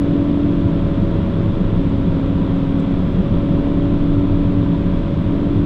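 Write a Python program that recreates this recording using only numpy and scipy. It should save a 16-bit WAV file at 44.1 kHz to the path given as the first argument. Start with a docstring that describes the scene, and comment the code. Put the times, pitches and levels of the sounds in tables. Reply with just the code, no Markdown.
"""A deep rumble and a wavering hum fill the cab of a snow groomer pushing snow at a steady pace.
The tracks shake the cab, and lumps of hard snow make it boom. The hum comes from two hydraulic
pumps: as the engine slows and recovers, their pitch slides through the cab's resonances (pitches
it boosts) and one dead spot. The six-cylinder diesel that turns them drones behind the wall,
the heater fan rushes, and the plastic trim ticks now and then."""
import sys
import numpy as np
from scipy import signal
from scipy.fft import rfft, irfft, next_fast_len
from scipy.io import wavfile
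from scipy.ndimage import uniform_filter1d, minimum_filter1d

SR = 44100
rng = np.random.default_rng(int(sys.argv[2]) if len(sys.argv) > 2 else 0)


def output_pcm(signal):
    """Save a mono or channel-first signal as 16-bit PCM at the path in sys.argv[1].

    Samples are clipped to [-1, 1] before scaling.
    """
    pcm = np.clip(np.atleast_2d(signal).T, -1, 1) * 32767
    wavfile.write(sys.argv[1], SR, np.round(pcm).astype(np.int16))


N = 249165
TIME = np.arange(N) / SR

# how rough the ground is: time_s, roughness_db
GROUND_ROUGHNESS = [(0.1, -7.5), (0.7, -0.5), (1.75, 3.5), (2.55, -4.5), (3.1, 0), (4.4, 5), (5.1, -0.5),
                    (5.6, 0.5)]
# jolts from lumps of hard snow: peak_s, floor_boom_db, cabin_boom_db
SNOW_JOLTS = [(0.12, -36, -20), (0.33, -34, -20), (0.529, -28, -19), (0.66, -17, -35), (1.04, -22.5, -18),
              (1.26, -26, -20), (1.47, -18, -28), (1.63, -24, -20), (1.76, -18, -21), (1.95, -19.5, -30),
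              (2.06, -32, -18), (2.37, -28, -17.5), (2.79, -28, -19.5), (3.03, -24.5, -19),
              (3.18, -30, -16), (3.34, -20, -19), (3.5, -32, -18.5), (3.74, -33.5, -18.5), (3.92, -20, -24),
              (4.08, -32, -18.5), (4.18, -22, -31.5), (4.3, -20, -39), (4.43, -21.5, -22), (4.61, -17, -23),
              (4.73, -33, -21.5), (5.18, -37, -18.5), (5.59, -18.5, -30)]
# the cab rocking on its mounts: pitch_hz, relative_db
SWAY_SPECTRUM = [(9, -30), (15, -7), (19.5, 0), (26, -6), (38, -6), (46, -13), (65, -30)]
# tracks and blade grinding through snow: pitch_hz, level_db_per_hz
GRIND_SPECTRUM = [(40, -48.5), (60, -45.5), (85, -44.5), (135, -47.5), (205, -42.5), (245, -46.5),
                  (300, -49), (345, -52.5), (365, -51.5), (400, -52), (440, -60), (490, -59.5),
                  (600, -62.5), (690, -68), (750, -75), (900, -74.5)]

# engine speed, sagging under load: time_s, speed_rpm
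ENGINE_SPEED = [(0, 1332), (0.42, 1354), (0.72, 1324), (1.1, 1317), (1.6, 1311), (2.2, 1288), (2.42, 1290),
                (2.95, 1294), (3.5, 1328), (4.2, 1343), (4.7, 1332), (5.12, 1316), (5.42, 1340),
                (5.65, 1358)]
# load that makes the diesel and the drive pump louder: time_s, gain_db
DRIVE_EFFORT = [(0.1, .5), (1.0, 0), (2.4, 0), (3.5, .8), (4.65, -1.5), (5.5, -1.9)]
# load on the pump for the tiller, which churns the snow: time_s, gain_db
TILLER_EFFORT = [(0.1, 1.5), (1.15, 4), (1.6, 2), (2.0, -2), (2.8, -2), (3.8, 0), (4.6, -3), (5.3, 0.5)]
# cab resonances that boost each pump's hum and its octave: pitch_hz, width_hz, level_db
DRIVE_RING, DRIVE_OCTAVE_RING = (288, 28, -17.7), (565, 26, -34.3)
TILLER_RING, TILLER_OCTAVE_RING = (332.7, 18, -29), (655, 17, -45)
# weaker tones of the drive train: cycles_per_turn, level_db
DRIVE_WHINES = [(6, -43), (7.5, -37), (16.5, -50), (28.9, -56), (44.3, -58), (48, -58), (54, -62)]
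# how hard each of the six cylinders fires: strength_db
CYLINDER_STRENGTHS = [1.2, -0.82, 0.22, -0.32, 1.7, -1.5]
# diesel clatter behind the cab wall: pitch_hz, level_db_per_hz
CLATTER_SPECTRUM = [(60, -53.5), (200, -52), (400, -58.5), (680, -65.5), (850, -72.5), (960, -69.5),
                    (1080, -75.5), (1330, -75.5), (1500, -89), (2400, -89), (3400, -82), (4400, -101.5),
                    (7000, -114)]

# the heater fan's rush: pitch_hz, level_db_per_hz
FAN_SPECTRUM = [(300, -92), (860, -75), (990, -64.5), (1100, -70), (1450, -73.5), (1900, -78),
                (3050, -81.5), (3550, -80), (4400, -91), (6500, -104), (7900, -103.5), (10000, -119),
                (12500, -126), (14000, -142)]
# narrow ringing of the vents, then two very faint, high electronic whines: pitch_hz, width_hz, level_db
THIN_TONES = [(935, 30, -54), (1140, 50, -55), (1335, 50, -56), (1555, 35, -61), (1970, 45, -65),
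              (2330, 160, -63), (2725, 25, -69), (3265, 55, -63), (3350, 55, -63.5), (3520, 45, -64.5),
              (4085, 25, -74), (11032, 120, -86), (12966, 120, -96)]

# ticks of the trim: start_s, level_db
TRIM_TICKS = [(1.894, -58), (2.796, -48), (2.909, -64)]
# the bounces in each tick as the part settles: delay_s, gain_db
TICK_BOUNCES = [(0, -5), (.003, -1.5), (.008, -8)]
# the trim's ringing tones, each dropping 60 dB in its fade time: pitch_hz, fade_s, relative_db
TRIM_TONES = [(5200, .008, 3), (5850, .016, 0), (6500, .01, -1), (7650, .022, 1), (7950, .018, -5),
              (9200, .01, -7.5)]


def tracks(blows_per_s=420, grit=1.43):
    """Cleats and wheels strike packed snow; the cab sways and booms, more on rough ground and jolts."""
    def patter():
        blows = noise() * (rng.random(N) < blows_per_s / SR)
        return unit(unit(blows) + grit * noise())
    def shaking(level_db, follow_ground, flutter_db):
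        return amp(level_db + follow_ground * roughness_db + flutter_db * wander(20))
    roughness_db = curve(GROUND_ROUGHNESS)
    floor_jolts, cabin_jolts = sum(np.outer(amp(booms_db), jolt(s)) for s, *booms_db in SNOW_JOLTS)
    sway = even_out(colour(patter(), SWAY_SPECTRUM), 0.027)
    sway *= shaking(-25, follow_ground=0.61, flutter_db=2.3)
    floor = even_out(resonate(patter(), pitch_hz=101, width_hz=26), 0.093)
    floor *= np.hypot(shaking(-26, follow_ground=0.55, flutter_db=1), floor_jolts)  # powers add
    cabin_air = even_out(resonate(patter(), pitch_hz=172.4, width_hz=42), 0.062)
    cabin_air *= np.hypot(shaking(-24, follow_ground=0.072, flutter_db=0.76), cabin_jolts)
    grind = colour(patter(), GRIND_SPECTRUM)
    return sway + floor + cabin_air + even_out(grind, 0.096) * np.std(grind)


def jolt(peak_s, rise_s=0.026, fall_s=0.03):
    """A lump of hard snow makes the shaking swell and fall quickly."""
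    width_s = np.where(TIME < peak_s, rise_s, fall_s)
    return np.exp(-((TIME - peak_s) / width_s) ** 2 / 2)


def pumps(turns_per_s, turns, load_db, drive_strokes_per_turn=12.768, tiller_strokes_per_turn=14.781):
    """Piston strokes make two pumps hum over a faint drive-train whine; engine speed sets the pitch."""
    def tone(per_turn, gain, wobble):
        return np.sqrt(2) * gain * np.sin(2 * np.pi * (per_turn * turns + rng.random()) + wobble)
    def hum(per_turn, ring, tremble_db):
        gain = cab_resonance(per_turn * turns_per_s, *ring) * amp(tremble_db * wander(16))
        return tone(per_turn, gain, wobble=0.05 * wander(18))
    drive = hum(drive_strokes_per_turn, DRIVE_RING, tremble_db=0.5)
    drive *= dead_spot(drive_strokes_per_turn * turns_per_s)
    drive += hum(2 * drive_strokes_per_turn, DRIVE_OCTAVE_RING, tremble_db=0.5)
    tiller = hum(tiller_strokes_per_turn, TILLER_RING, tremble_db=0.6)
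    tiller += hum(2 * tiller_strokes_per_turn, TILLER_OCTAVE_RING, tremble_db=0.6)
    whine = sum(tone(per_turn, amp(level_db + 2 * wander(2.1)), wobble=0.44 * wander(7.3))
                for per_turn, level_db in DRIVE_WHINES)
    return amp(load_db) * drive + amp(curve(TILLER_EFFORT)) * tiller + whine


def cab_resonance(pitch_hz, centre_hz, width_hz, level_db):
    """A tone grows louder as it nears a pitch at which the cab rings."""
    return amp(level_db) / np.hypot(1, 2 * (pitch_hz - centre_hz) / width_hz)


def dead_spot(pitch_hz, centre_hz=279.4, width_hz=7.5, depth_db=-24):
    """Near one pitch, a standing wave (echoes overlapping) almost cancels the hum at the seat."""
    offset = 2 * (pitch_hz - centre_hz) / width_hz
    return np.hypot(amp(depth_db), offset) / np.hypot(1, offset)


def diesel(turns, scatter_db=0.55, knock_s=0.011, fresh_noise=0.66):
    """The engine fires three times a turn; each cylinder has its own knock, never quite the same."""
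    cylinders = len(CYLINDER_STRENGTHS)
    firings = np.flatnonzero(np.diff(np.floor(turns * cylinders / 2)))
    size = SR // 20
    fade = np.exp(-np.arange(size) / SR / knock_s)
    knocks = rng.standard_normal((cylinders, size))
    out = np.zeros(N + size)
    for k, start in enumerate(firings):
        strength = amp(CYLINDER_STRENGTHS[k % cylinders] + scatter_db * rng.standard_normal())
        knock = knocks[k % cylinders] + fresh_noise * rng.standard_normal(size)
        out[start:start + size] += strength * fade * knock
    return colour(unit(out[:N]), CLATTER_SPECTRUM)


def fan_and_electronics():
    """Air rushes from the ringing heater vents, beside two very faint, high electronic whines."""
    tones = sum(amp(level_db) * unit(resonate(noise(), pitch_hz, width_hz))
                for pitch_hz, width_hz, level_db in THIN_TONES)
    return colour(noise(), FAN_SPECTRUM) + tones


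def trim_ticks(attack_s=0.0004):
    """Small plastic parts tick and chatter as the cab flexes."""
    taps = np.zeros(N)
    for start_s, level_db in TRIM_TICKS:
        for delay_s, gain_db in TICK_BOUNCES:
            taps[int((start_s + delay_s) * SR)] += amp(level_db + gain_db)
    t = TIME[:SR // 20]
    ring = sum(amp(db - 60 * t / fade_s) * np.sin(2 * np.pi * hz * t) for hz, fade_s, db in TRIM_TONES)
    ring *= 1 - np.exp(-t / attack_s)
    return signal.fftconvolve(taps, ring / np.abs(ring).max())[:N]  # every tap starts a ring


def amp(db):
    """Turn decibels into a number to multiply by."""
    return 10 ** (np.asarray(db) / 20)


def curve(table):
    """Join a table's points with straight lines in time."""
    return np.interp(TIME, *np.transpose(table))


def unit(x):
    """Scale to an average level (rms) of 1."""
    return x / np.sqrt(np.mean(x ** 2))


def noise():
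    """White noise: a plain hiss."""
    return rng.standard_normal(N)


def colour(x, spectrum):
    """Shape a hiss's lows and highs to follow a table, falling away beyond both ends."""
    size = next_fast_len(N)
    hz, db = np.transpose(spectrum)
    bins_hz = np.maximum(np.fft.rfftfreq(size, 1 / SR), 1)
    roll_off = np.minimum(1, np.minimum(bins_hz / hz[0], hz[-1] / bins_hz)) ** 4
    gain = amp(np.interp(np.log(bins_hz), np.log(hz), db)) * roll_off * np.sqrt(SR / 2)
    return irfft(rfft(x, size) * gain, size)[:N]


def resonate(x, pitch_hz, width_hz):
    """Filter twice around one pitch, leaving a band about half of width_hz wide."""
    b, a = signal.iirpeak(pitch_hz, pitch_hz / width_hz / np.sqrt(1 / 2), fs=SR)
    return signal.lfilter(b, a, signal.lfilter(b, a, x))


def smooth(x, seconds):
    """Take a running average twice."""
    size = max(int(seconds * SR), 1)
    return uniform_filter1d(uniform_filter1d(x, size), size)


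def even_out(x, seconds):
    """Hold the level near 1: slow swells go, quick flutter stays."""
    return x / np.sqrt(smooth(x ** 2, seconds) + 1e-18)


def wander(rate_hz):
    """A smooth random drift, about 1 in size."""
    return unit(smooth(noise(), 1 / rate_hz))


def scene():
    """Everything as it reaches the driver's seat, in one channel."""
    turns_per_s = curve(ENGINE_SPEED) / 60
    turns = np.cumsum(turns_per_s) / SR  # engine turns so far: keeps pumps and diesel in step
    load_db = curve(DRIVE_EFFORT)
    mix = tracks() + fan_and_electronics() + trim_ticks()
    mix += pumps(turns_per_s, turns, load_db)
    mix += amp(load_db) * diesel(turns)
    return mix[None]


def record(dry, ceiling_db=-4.6, reaction_s=0.006, top_hz=15000):
    """Ease down the loudest peaks and cut the highest treble."""
    allowed_gain = np.minimum(1, amp(ceiling_db) / (np.abs(dry[0]) + 1e-9))
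    gain = smooth(minimum_filter1d(allowed_gain, 2 * int(reaction_s * SR) + 1), reaction_s)
    treble_cut = signal.ellip(8, 0.1, 70, top_hz, fs=SR, output="sos")
    return signal.sosfilt(treble_cut, dry * gain)


dry = scene()
out = record(dry)
output_pcm(out)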